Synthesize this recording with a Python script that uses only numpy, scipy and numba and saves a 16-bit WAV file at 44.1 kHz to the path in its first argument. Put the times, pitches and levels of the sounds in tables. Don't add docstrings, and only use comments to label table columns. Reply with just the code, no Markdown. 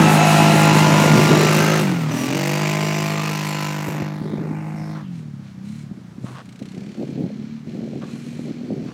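import sys
import numpy as np
from scipy import signal
from scipy.fft import rfft, irfft
from scipy.io import wavfile
from scipy.ndimage import uniform_filter1d
from numba import njit

SR = 44100
rng = np.random.default_rng(int(sys.argv[2]) if len(sys.argv) > 2 else 0)


def store_wav(level_fs):
    pcm = np.round(np.clip(np.atleast_2d(level_fs), -1, 1) * 32767)
    wavfile.write(sys.argv[1], SR, pcm.T.astype(np.int16))


def boost(x):
    u = np.asarray(x, float) / 20
    return 10 ** u


N = 393813


def unit(x):
    return x / np.sqrt(np.mean(x ** 2))


def curves(table):
    s, *columns = np.transpose(table)
    t = np.arange(N) / SR
    fade_in = np.clip((t - s[0]) / .03 + (s[0] == 0), 0, 1)
    fade_out = np.clip((s[-1] + .02 - t) / .03, 0, 1)
    return [np.interp(t, s, column) for column in columns] + [fade_in * fade_out]


def colour(x, table):
    hz, db = np.transpose(table)
    grid = np.maximum(np.arange(4097) * SR / 8192, 1)
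    log_gain = np.interp(np.log(grid), np.log(hz), np.maximum(db, -70)) * np.log(10) / 20
    cepstrum = irfft(log_gain)
    cepstrum[1:4096] *= 2
    cepstrum[4097:] = 0
    response = irfft(np.exp(rfft(cepstrum)))[:4096]
    return unit(signal.oaconvolve(x, response)[:N])


def walk(rate):
    k = int(SR / rate)
    steps = np.repeat(rng.standard_normal(N // k + 1), k)
    return unit(uniform_filter1d(uniform_filter1d(steps, k), k)[:N])


def clicks(at, size):
    at = np.clip(at, 0, N - 2)
    i = at.astype(int)
    return np.bincount(i, size * (1 + i - at), N) + np.bincount(i + 1, size * (at - i), N)


def mix(locked, loose, share):
    share = np.clip(share, 0, 1)
    return np.sqrt(share) * locked + np.sqrt(1 - share) * loose


def swell(start_s, hold_s, attack_s, release_s):
    t = np.arange(N) / SR - start_s
    rise = np.clip(t / attack_s + (start_s <= 0), 0, 1)
    return rise * np.exp(-np.maximum(t - hold_s, 0) / release_s)


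def glide_swell(start_s, hold_s):
    return swell(start_s, hold_s, attack_s=0.02, release_s=0.035)


def glide(start_s, hold_s, first_hz, last_hz, db):
    hz = np.interp(np.arange(N) / SR, [start_s, start_s + hold_s], [first_hz, last_hz])
    return hz, boost(db) * glide_swell(start_s, hold_s)


@njit
def ring(x, hz, width_hz):
    y, band, low = np.empty(len(x)), 0., 0.
    for i in range(len(x)):
        g, k = np.tan(np.pi * hz[i] / SR), width_hz / hz[i]
        v = (band + g * (x[i] - low)) / (1 + g * (g + k))
        band, low, y[i] = 2 * v - band, low + 2 * g * v, k * v
    return y


def ring_twice(x, hz, width_hz):
    return unit(ring(ring(x, hz, width_hz), hz, width_hz))


def bands(x, table, width_hz):
    total = np.zeros(N)
    for row in table:
        hz, gain = glide(*row)
        total += gain * ring_twice(x, hz, width_hz)
    return total


def firings(hz, jitter, scatter_db, second_db, puff_s):
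    phase = np.cumsum(hz) / SR
    cycles = np.arange(int(phase[-1]))
    chance = rng.standard_normal((600, 4))[:len(cycles)].T
    first = np.interp(cycles + jitter * chance[0], phase, np.arange(N))
    second = np.interp(cycles + .301 + jitter * chance[1], phase, np.arange(N))
    pulses = clicks(first, boost(scatter_db * chance[2]))
    pulses = pulses + clicks(second, boost(second_db + scatter_db * chance[3]))
    keep = np.exp(-1 / (puff_s * SR))
    rounded = signal.lfilter([1], [1, -keep ** 8], pulses)
    return pulses, unit(signal.lfilter([1], [1, -keep], rounded))


# f/Hz, level/dB
AIR_TONE = [(20, -18), (60, 4), (150, 8.5), (330, -25), (500, -11.5), (1500, -14), (2800, -21.5),
            (5700, -25), (15000, -42.5)]


def still_air():
    return boost(-47 + 0.6 * walk(3.87)) * colour(rng.standard_normal(N), AIR_TONE)


# t/s, hold/s, multiple, level/dB
CLEAR_LINES = [(0, .72, 16, -29), (.15, .55, 13, -29), (.2, 1.1, 19, -33), (.66, .6, 17, -33),
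               (1.15, .55, 23, -36), (1.3, .42, 26, -36), (1.4, .42, 7, -31), (1.6, .22, 8, -33),
               (1.82, .26, 4, -26), (2.1, .14, 5, -33), (2.1, .2, 6, -33), (2.12, .9, 7, -38),
               (2.15, .45, 10, -39), (2.1, .16, 15, -38), (2.32, .6, 12, -39), (2.3, .9, 13, -41),
               (2.55, 1.2, 20, -43), (3.2, .7, 19, -45), (3.3, .4, 26, -45)]


def clear_lines(exhaust, hz):
    total = np.zeros(N)
    for s, hold, multiple, db in CLEAR_LINES:
        total += boost(db) * glide_swell(s, hold) * ring_twice(exhaust, multiple * hz, 30.)
    return total


# t/s, hold/s, first f/Hz, last f/Hz, level/dB
PIPE_RINGS = [(0, 0.53, 727, 720, -24), (0, 0.22, 290, 230, -23), (0, 0.59, 870, 847, -34),
              (0.38, 0.49, 820, 870, -30), (0.6, 0.61, 990, 975, -28.5), (1.47, 0.31, 1190, 1310, -27.5),
              (0.3, 0.34, 994, 1060, -38), (1.14, 0.44, 400, 400, -29), (0, 0.24, 530, 720, -33),
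              (1.3, 0.033, 560, 560, -30), (2.5, 0.99, 410, 430, -36), (4.5, 0.41, 850, 690, -48),
              (1.48, 0.29, 1500, 1600, -31), (0, 0.75, 2700, 2500, -28), (2.5, 1.14, 1800, 2900, -43),
              (3.5, 0.5, 830, 1050, -50), (3.5, 0.32, 1480, 1460, -43.5), (-0.44, 0.27, 970, 980, -20),
              (0.85, .95, 636, 570, -27.5), (1.17, 0.28, 353, 414, -23), (3, 0.27, 1020, 1200, -37)]


def tailpipe(pulses):
    return bands(pulses, PIPE_RINGS, width_hz=135.0) * boost(1.8 * walk(17))


# t/s, hold/s
BROKEN_TOP = [(.05, .2), (.62, .1), (1.35, .45), (2.27, .28), (2.62, .14), (2.97, .06), (3.17, .24),
              (3.48, .04), (3.56, .13), (3.76, .07), (3.98, .09)]


def break_up(hiss, puff, locked):
    sunk = uniform_filter1d(1. * (puff < .5), size=40)
    broken = sum(swell(s, hold, .01, .01) for s, hold in BROKEN_TOP)
    gap = sunk * np.clip(broken * np.clip(2.5 * locked, 0, 1), 0, 1)
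    very_top = signal.sosfiltfilt(signal.butter(6, 7900, "high", fs=SR, output="sos"), hiss)
    return hiss + (boost(2.2 * walk(20) - 34 * gap + 2.2) - 1) * very_top


# t/s, cycle rate f/Hz
NEAR_SPEED = [(0, 53.7), (.12, 52.1), (.6, 52.1), (1.35, 51), (1.75, 52.9), (1.8, 52.4), (1.9, 45.5),
              (2.07, 37.3), (2.28, 44.5), (2.4, 48), (2.6, 50.8), (2.8, 51.6), (3.12, 51.7), (3.75, 50.5),
              (4.08, 50.6), (4.5, 51.9), (4.97, 52.3), (5.03, 49.9)]
# t/s, level/dB, treble shading level/dB, share of firing-locked sound/0-1
NEAR_LEVEL = [(0, -15.5, -2, 0), (.14, -17, 1, 0.01), (.5, -16.5, 0, 0.16), (1.32, -18, 0.5, 0.26),
              (1.79, -21, 0, 0.26), (1.84, -23.5, -4.5, 0.24), (2.07, -28, -7, 0.22),
              (2.12, -26.5, -2.5, 0.24), (2.28, -28.5, 4, 0.36), (2.4, -26, 2.5, 0.51),
              (2.6, -24.5, 0.5, 0.44), (2.89, -25, -1.5, 0.45), (3.65, -29.5, 1, 0.42),
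              (4.04, -29, -6.5, 0.34), (4.2, -31.5, -20.5, 0.46), (4.5, -30, -23, 0.25),
              (4.97, -31.5, -23.5, 0.47), (5.03, -39, -30.5, .5)]
# t/s, first pitch it cancels f/Hz, farness/0-1
ICE_MIRROR = [
    (0, 4500, 0.25),
    (1.8, 3800, 0.14),
    (2.4, 3670, 0.27),
    (3.6, 3350, 0.16),
    (3.95, 3340, 0.45),
    (4.25, 2554, 0.82),
    (4.6, 3572, 0.94),
    (4.85, 3030, 0.9),
    (5.05, 2430, .98),
]
# f/Hz, level/dB
BOOM_TONE = [(40, -47.5), (70, -46), (105, -4), (150, 4.5), (210, -0.5), (260, 1.5), (310, -4.5),
             (370, -8.5), (430, -14), (560, -35.5), (800, -62.5), (2000, -72)]
# f/Hz, level/dB
BARK_TONE = [(250, -39), (430, 0), (560, 2.5), (700, 0), (850, 2), (1050, -1), (1300, -2.5), (1600, -12.5),
             (2200, -26.5), (4500, -52.5)]
# f/Hz, level/dB
ROAR_TONE = [(900, -20.5), (1400, 0.5), (1800, 0.5), (2100, 1.5), (2700, -2.5), (3100, -5), (3800, -8.5),
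             (5000, -38), (7000, -71)]
# f/Hz, level per Hz/dB
HISS_TONE = [(1650, -42), (2800, 2.0), (3140, -8.5), (4050, -2.0), (4710, -4.0), (5800, -6), (6950, -10.0),
             (9270, -16.5), (14200, -19.0), (15900, -28.5), (17000, -22)]
BARK_DB, BARK_SHADE = -2.76, 0.34
ROAR_DB, ROAR_SHADE = -6.5, 0.41
HISS_DB, HISS_SHADE = -5.5, 0.79
NEAR_SECOND_DB = -1.5


def near_quad():
    hz, _ = curves(NEAR_SPEED)
    boom_db, shade_db, locked, on = curves(NEAR_LEVEL)
    bark_db = boom_db + BARK_DB + BARK_SHADE * shade_db
    roar_db = boom_db + ROAR_DB + ROAR_SHADE * shade_db
    hiss_db = boom_db + HISS_DB + HISS_SHADE * shade_db
    pulses, puff = firings(hz, jitter=.002, scatter_db=.8, second_db=NEAR_SECOND_DB, puff_s=.0038)
    puff = unit(uniform_filter1d(puff, size=90))
    noise = rng.standard_normal((5, N))

    bark = colour(mix(unit(pulses), unit(noise[0] * (puff + 1.2)), locked + .36), BARK_TONE)
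    gated_roar = unit(noise[1] * puff + 1.15 * unit(pulses))
    roar = colour(mix(gated_roar, noise[2], 1.45 * locked), ROAR_TONE)
    hiss = colour(mix(noise[3] * puff, noise[4], 1.55 * locked), HISS_TONE) * boost(.7 * walk(14))
    hiss = break_up(hiss, puff, locked)

    notch_hz, farness, _ = curves(ICE_MIRROR)
    far_share = np.clip(farness, 0, 1)
    dull_hiss = colour(hiss, [(3000, 7.5), (5800, -8.5), (7000, -19.0), (12000, -19)])
    hiss += far_share * (dull_hiss - hiss)

    _, quick = firings(hz, jitter=.002, scatter_db=1.2, second_db=NEAR_SECOND_DB, puff_s=0.0029)
    crack_tone = [(1200, -34), (1900, 1), (2400, 5.5), (2900, -1.5), (3400, -11), (6000, -16), (8000, -23.5)]
    crack = colour(quick * rng.standard_normal(N), crack_tone)
    roar = roar + 2 * locked * crack

    top = boost(roar_db) * roar + boost(hiss_db) * hiss
    depth = 0.033 + (1 - 0.033) * farness
    mirrored = np.interp(np.arange(N) - SR / (2 * notch_hz), np.arange(N), top)
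    top = (top + depth * mirrored) / np.sqrt(1 + depth ** 2)

    boom = colour(pulses, BOOM_TONE)
    boom = boom - 1.12 * far_share * ring(boom, np.full(N, 365.), 47.0)

    lines = clear_lines(bark - 2 * boom, hz)
    pipe = tailpipe(mix(unit(pulses), unit(noise[4] * (puff + 0.71)), locked + 0.19))
    return on * (boost(bark_db - 1.5) * bark + top + lines + pipe - boost(boom_db + 3.0) * boom)


# t/s, hold/s, first f/Hz, last f/Hz, level/dB
BELT = [
    (0, 0.36, 1301, 1352, -33),
    (0.327, 0.41, 1334, 1394, -34),
    (0.763, 0.108, 1375, 1415, -31),
    (.87, 0.46, 1410, 1412, -32),
]
# t/s, hold/s, first f/Hz, last f/Hz, level/dB
COASTING_GEARS = [
    (1.84, .27, 1610, 1195, -45),
    (2.14, .14, 1175, 1150, -45),
]
# t/s, hold/s, first f/Hz, last f/Hz,
# level/dB
FAINT_DRONE = [
    (13, 0.46, 2600, 2800, -67),
    (16, 0.245, 822, 880, -60),
    (8.0, .45, 133, 150, -46),
    (6.2, .16, 122, 131, -41),
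]


def belt_and_gears():
    total = np.zeros(N)
    for row in [*BELT, *COASTING_GEARS, *FAINT_DRONE]:
        hz, gain = glide(*row)
        gain = gain * boost(6.5 + 1.5 * walk(39.0))
        wavering_hz = hz * (1 + 0.00434 * walk(29.65))
        total += gain * np.sin(2 * np.pi * np.cumsum(wavering_hz) / SR)
    return total


# t/s, hold/s, first f/Hz, last
# f/Hz, level/dB
SINGING_METAL = [(0, .48, 6450, 6800, -34), (.53, .26, 6950, 7020, -32), (.82, .68, 7020, 7150, -36),
                 (.12, .66, 3980, 4050, -33), (.86, .56, 5750, 5650, -34), (1.42, .36, 5800, 6400, -34),
                 (1.26, .2, 3750, 4050, -33), (2.1, .15, 5980, 5780, -36), (2.32, .3, 5900, 6700, -42),
                 (2.78, .2, 5680, 5920, -40), (2.6, .6, 7300, 7420, -41), (3.46, .26, 7350, 7020, -43),
                 (2.33, .7, 4600, 4900, -40), (3.08, .55, 4200, 4350, -43)]


def singing_metal():
    total = np.zeros(N)
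    for row in SINGING_METAL:
        hz, gain = glide(*row)
        flutter = boost(-1.5 + 1.8 * walk(22)) * walk(380)
        total += gain * flutter * np.sin(2 * np.pi * np.cumsum(hz) / SR)
    return total


# t/s, hold/s, level/dB
WIND_GUSTS = [(0, 0.15, -19.5), (0.286, 0.76, -20), (1.068, 0.24, -19.5), (1.459, 0.45, -30),
              (2.064, 0.22, -29), (3.838, 0.12, -30), (4.2, 0.18, -29), (4.451, 0.4, -49),
              (5.878, 0.047, -45.5), (6.152, 0.096, -42), (6.576, 0.026, -37), (6.727, 0.15, -37.5),
              (6.953, 0.12, -29.5), (7.159, 0.099, -31), (7.64, 0.37, -36), (8.115, 0.27, -44.5),
              (8.375, 0.26, -36.5), (8.603, 0.22, -35.5), (8.83, 0.22, -40)]
# t/s, peak level/dB, pitch f/Hz, snap level over it/dB
WIND_BUFFETS = [(3.882, -10.5, 160.3, -15), (4.02, -11, 154, -14), (4.214, -8.5, 200, -24),
                (4.336, -8.5, 297, -14), (4.38, -11, 160, -10), (4.509, -13, 258, -16),
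                (5.912, -13, 181, -29), (6.181, -18, 223, -33), (6.241, -12, 190, -15),
                (6.617, -13.5, 199, -12), (6.776, -13, 190, -18), (6.879, -24, 207, -34),
                (7.029, -14, 371, -3), (7.089, -13, 232, -30), (7.238, -8.5, 189, -18),
                (7.302, -22, 211, -2), (7.67, -19, 212, -14), (7.748, -19, 227, -9), (7.806, -21, 161, -6),
                (7.835, -15, 229, -17), (7.875, -25, 156, 1), (7.933, -24, 160, 0), (7.958, -15, 232, -12),
                (8.032, -15.5, 239, -8), (8.148, -19.5, 240, -22), (8.391, -15.5, 287, -9),
                (8.481, -22, 297, -3), (8.508, -10.5, 247, -18), (8.704, -12.5, 257, -4.5),
                (8.722, -10, 215, -13), (8.61, -17, 230, -18), (7.204, -17, 200, -22),
                (7.394, -15, 200, -29), (5.973, -21.5, 228, -40), (4.74, -16.5, 200, -26),
                (4.809, -18, 172, -22), (6.819, -19, 169, -16), (6.95, -24, 207, -9), (7.003, -23, 170, -8),
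                (7.159, -24, 300, -11), (7.181, -25, 196, -11), (7.708, -27, 250, -10),
                (7.985, -27, 170, -9), (8.078, -24, 205, -11), (8.329, -23, 170, -9),
                (8.452, -27, 221, -10), (8.651, -26, 207, -8), (8.788, -20, 170, -12),
                (8.825, -24, 221, -6), (8.854, -25, 237, -10)]
# f/Hz, level per Hz/dB
WIND_TONE = [(30, -41), (65, -27.5), (130, -2), (240, 0), (380, -5), (550, -17), (800, -25), (1200, -59.5)]


def wind():
    force = boost(-53.5)
    for s, hold, db in WIND_GUSTS:
        force = force + boost(db) * swell(s, hold, attack_s=0.049, release_s=0.059 + 0.35 * hold)
    chance = rng.random((5000, 3)).T
    pop_size = boost(np.minimum(-2.2 * np.log(chance[2]), 6.5))
    pops = clicks(chance[0] * N, np.sign(chance[1] - .5) * pop_size)
    out = colour(pops * boost(5 * np.tanh(.7 * walk(30))), WIND_TONE) * force
    t = np.arange(1300) / SR
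    for s, peak_db, hz, snap_db in WIND_BUFFETS:
        i = int(s * SR)
        swing = 2 * np.pi * np.clip(hz, 140, 330) * t
        thump = np.sin(swing) * (t / 0.0039) * np.exp(1 - t / 0.0029)
        snap = np.sin(2 * np.pi * 520 * t) * (t / 0.0042) ** 2 * np.exp(2 - t / 0.0011)
        out[i:i + len(t)] -= boost(peak_db - 3.0) * (thump + boost(snap_db + 10.0) * snap)[:N - i]
    return out


# t/s, hold/s, first f/Hz, last f/Hz, level/dB
ICE_SPRAY = [
    (3.95, .3, 4150, 4500, -58.5),
    (4.26, 0.095, 3800, 3600, -55),
    (4.755, .17, 5450, 5106, -57),
    (4.898, 0.059, 4660, 4300, -57),
    (4.938, 0.054, 1210, 1110, -42),
    (5.01, .07, 3200, 2700, -58),
]


def spray():
    return bands(rng.standard_normal(N), ICE_SPRAY, width_hz=900.)


# t/s, cycle rate f/Hz
OTHER_SPEED = [(5.0, 28), (6.46, 28.8), (6.56, 29.8), (6.92, 37), (7.1, 38.5), (7.5, 35.6), (7.9, 44),
               (8.4, 47), (8.93, 47)]
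# t/s, hold/s, level/dB, top level over it/dB
OTHER_BURSTS = [(4.096, 0.81, -69, 7), (4.946, 0.044, -54, -15), (5.093, 0.099, -54.5, -8),
                (5.396, .1, -55.5, -17), (5.616, 0.2, -52, -5.5), (5.905, 0.36, -71, 0),
                (6.21, 0.13, -53, -1.5), (6.42, 0.18, -54, -10), (6.58, 0.52, -50.5, -13),
                (7.092, 0.48, -52.5, -25), (7.636, 0.41, -51.5, -16), (8.038, 0.42, -48, -9.5),
                (8.45, 0.42, -51.5, -20), (8.82, .2, -54, -15)]
# f/Hz, level per Hz/dB
CHUG_TONE = [(700, -13), (1300, -3), (1750, -1), (2000, 0), (2350, -1), (3100, -1.5), (4200, -6),
             (4900, -7.5), (5800, -7), (7500, -15.5), (9500, -45)]
# f/Hz, width/Hz, level/dB
CASING_RINGS = [(4210, 300, -10), (2350, 230, -11)]


def other_quad():
    hz, _ = curves(OTHER_SPEED)
    depth = 0.22 + 0.93 * swell(6.4, 0.18, attack_s=0.081, release_s=0.26)
    level, bright = np.zeros(N), np.zeros(N)
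    for s, hold, db, top_db in OTHER_BURSTS:
        burst = boost(db) * swell(s, hold, attack_s=0.06, release_s=0.047)
        level += burst
        bright += burst * boost(top_db)
    turns = np.cumsum(hz) / SR
    since_firing = (turns - turns[int(6.524 * SR)]) % 1
    beat = unit(uniform_filter1d(np.exp(-since_firing / 0.22), size=110))
    noise = rng.standard_normal((2, N))
    rattle = mix(noise[0] * beat, noise[1], depth)
    chug = colour(rattle, CHUG_TONE)
    casing = np.zeros(N)
    for f, width, db in CASING_RINGS:
        casing += boost(db) * unit(ring(chug, f * (1 + 0.026 * walk(4.3)), 1. * width))
    top = colour(rattle, [(4500, -37), (6500, -6.0), (8500, -4.0), (11000, -11.5), (16500, -28)])
    bright = bright * boost(1.5 * walk(11))
    return boost(-4.0) * (level * (chug + casing) + bright * top)


# t/s, cycle rate f/Hz
FAR_SPEED = [(5.0, 51), (5.1, 44.4), (5.2, 39.4), (5.35, 34.8), (5.59, 31), (5.69, 34.8), (5.78, 37.8),
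             (5.99, 31.7), (6.07, 29.1), (6.2, 26.7), (6.3, 25.5), (6.52, 24.3)]
# t/s, level/dB
FAR_EFFORT = [
    (5.0, -32),
    (5.3, -35.5),
    (5.55, -39),
    (5.7, -32.5),
    (5.85, -37.5),
    (6.1, -39.5),
    (6.3, -47),
    (6.52, -52),
]
# f/Hz, level/dB
FAR_TONE = [(40, -56), (70, -41), (100, -1.5), (135, 1.5), (175, 6.5), (215, 1.5), (270, -9), (320, -11),
            (370, -54), (500, -59)]
# t/s, cycle rate f/Hz
SHORE_SPEED = [(6.25, 30.5), (6.55, 30), (6.74, 31.3), (6.86, 34.2), (7.0, 35), (7.25, 34.3), (7.55, 37.2),
               (7.85, 37.3), (8.3, 39), (8.6, 40.4), (8.93, 40.6)]
# t/s, level/dB
SHORE_EFFORT = [
    (6.249, -47),
    (6.5, -40.5),
    (6.8, -39),
    (7.3, -36),
    (7.55, -37.5),
    (7.8, -39.5),
    (8.299, -38.5),
    (8.93, -39),
]
# f/Hz, level/dB
SHORE_TONE = [(40, -53), (70, -37), (110, -13), (150, 2.5), (190, 2.5), (250, -1), (300, -8.5), (370, -29),
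              (500, -62.5)]


def far_quad(speed, effort, tone, waver):
    steady, on = curves(speed)
    hz = steady * (1 + .008 * waver * walk(6))
    boom_db, _ = curves(effort)
    shut = uniform_filter1d(1. * (np.gradient(steady) < 0), size=3000)
    pulses, _ = firings(hz, jitter=.009 * waver, scatter_db=1.6, second_db=-11, puff_s=.004)
    fourth = shut * boost(boom_db - 4) * ring_twice(pulses, 4 * hz, 16.0)
    sixth_db = boom_db - 1 - 10 * shut + 7 * waver * np.tanh(walk(45))
    sixth = boost(sixth_db) * np.sin(6 * 2 * np.pi * np.cumsum(hz) / SR)
    boom = boost(boom_db + 2.2 * waver * walk(22)) * colour(pulses, tone)
    return on * (boom + sixth + fourth)


# t/s, hold/s, level/dB
BOOT_CRUNCH = [
    (6.243, 0.103, -48),
    (6.344, 0.072, -42),
    (8.009, 0.032, -43.5),
    (8.046, 0.12, -56),
    (8.867, 0.056, -49),
]
# f/Hz, level per Hz/dB
SNOW_TONE = [(290, -37), (500, -5), (551, -9), (614, -6.5), (1480, -6.5), (2320, -20), (2690, -15),
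             (9000, -35), (11700, -61), (19800, -120)]


def boot():
    weight = np.zeros(N)
    for s, hold, db in BOOT_CRUNCH:
        weight += boost(db) * swell(s, hold, attack_s=.012, release_s=0.0062)
    chance = rng.random((40000, 3)).T
    crystals = clicks(chance[0] * N, np.sign(chance[1] - .5) * boost(-3.5 * np.log(chance[2])))
    snow = colour(crystals, SNOW_TONE)
    return weight * (snow + 0.91 * ring(snow, np.full(N, 1120.), 140.0))


def scene():
    total = still_air() + near_quad() + belt_and_gears() + singing_metal() + wind()
    total = total + spray() + other_quad()
    total = total + far_quad(FAR_SPEED, FAR_EFFORT, FAR_TONE, waver=0.37)
    total = total + far_quad(SHORE_SPEED, SHORE_EFFORT, SHORE_TONE, waver=1)
    return (total + boot())[None]


def holes(x):
    hz, _, z = signal.stft(x, SR, nperseg=1024)
    patches = rng.random((z.shape[-2] // 8 + 1, z.shape[-1] // 3 + 1))
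    patches = np.repeat(np.repeat(patches, 8, axis=0), 3, axis=1)[:z.shape[-2], :z.shape[-1]]
    lost = (patches < .1) & (hz[:, None] > 8000)
    return signal.istft(z * ~lost, SR, nperseg=1024)[1][..., :N]


def band_limit(x):
    return signal.sosfilt(signal.butter(12, 15950, fs=SR, output="sos"), x)


def record(dry):
    heard = signal.sosfilt(signal.butter(3, 89, "high", fs=SR, output="sos"), dry)
    rounded = np.tanh(1.136 * heard) / 1.098
    finished = holes(rounded)
    return band_limit(finished)


dry = scene()
out = record(dry)
store_wav(out)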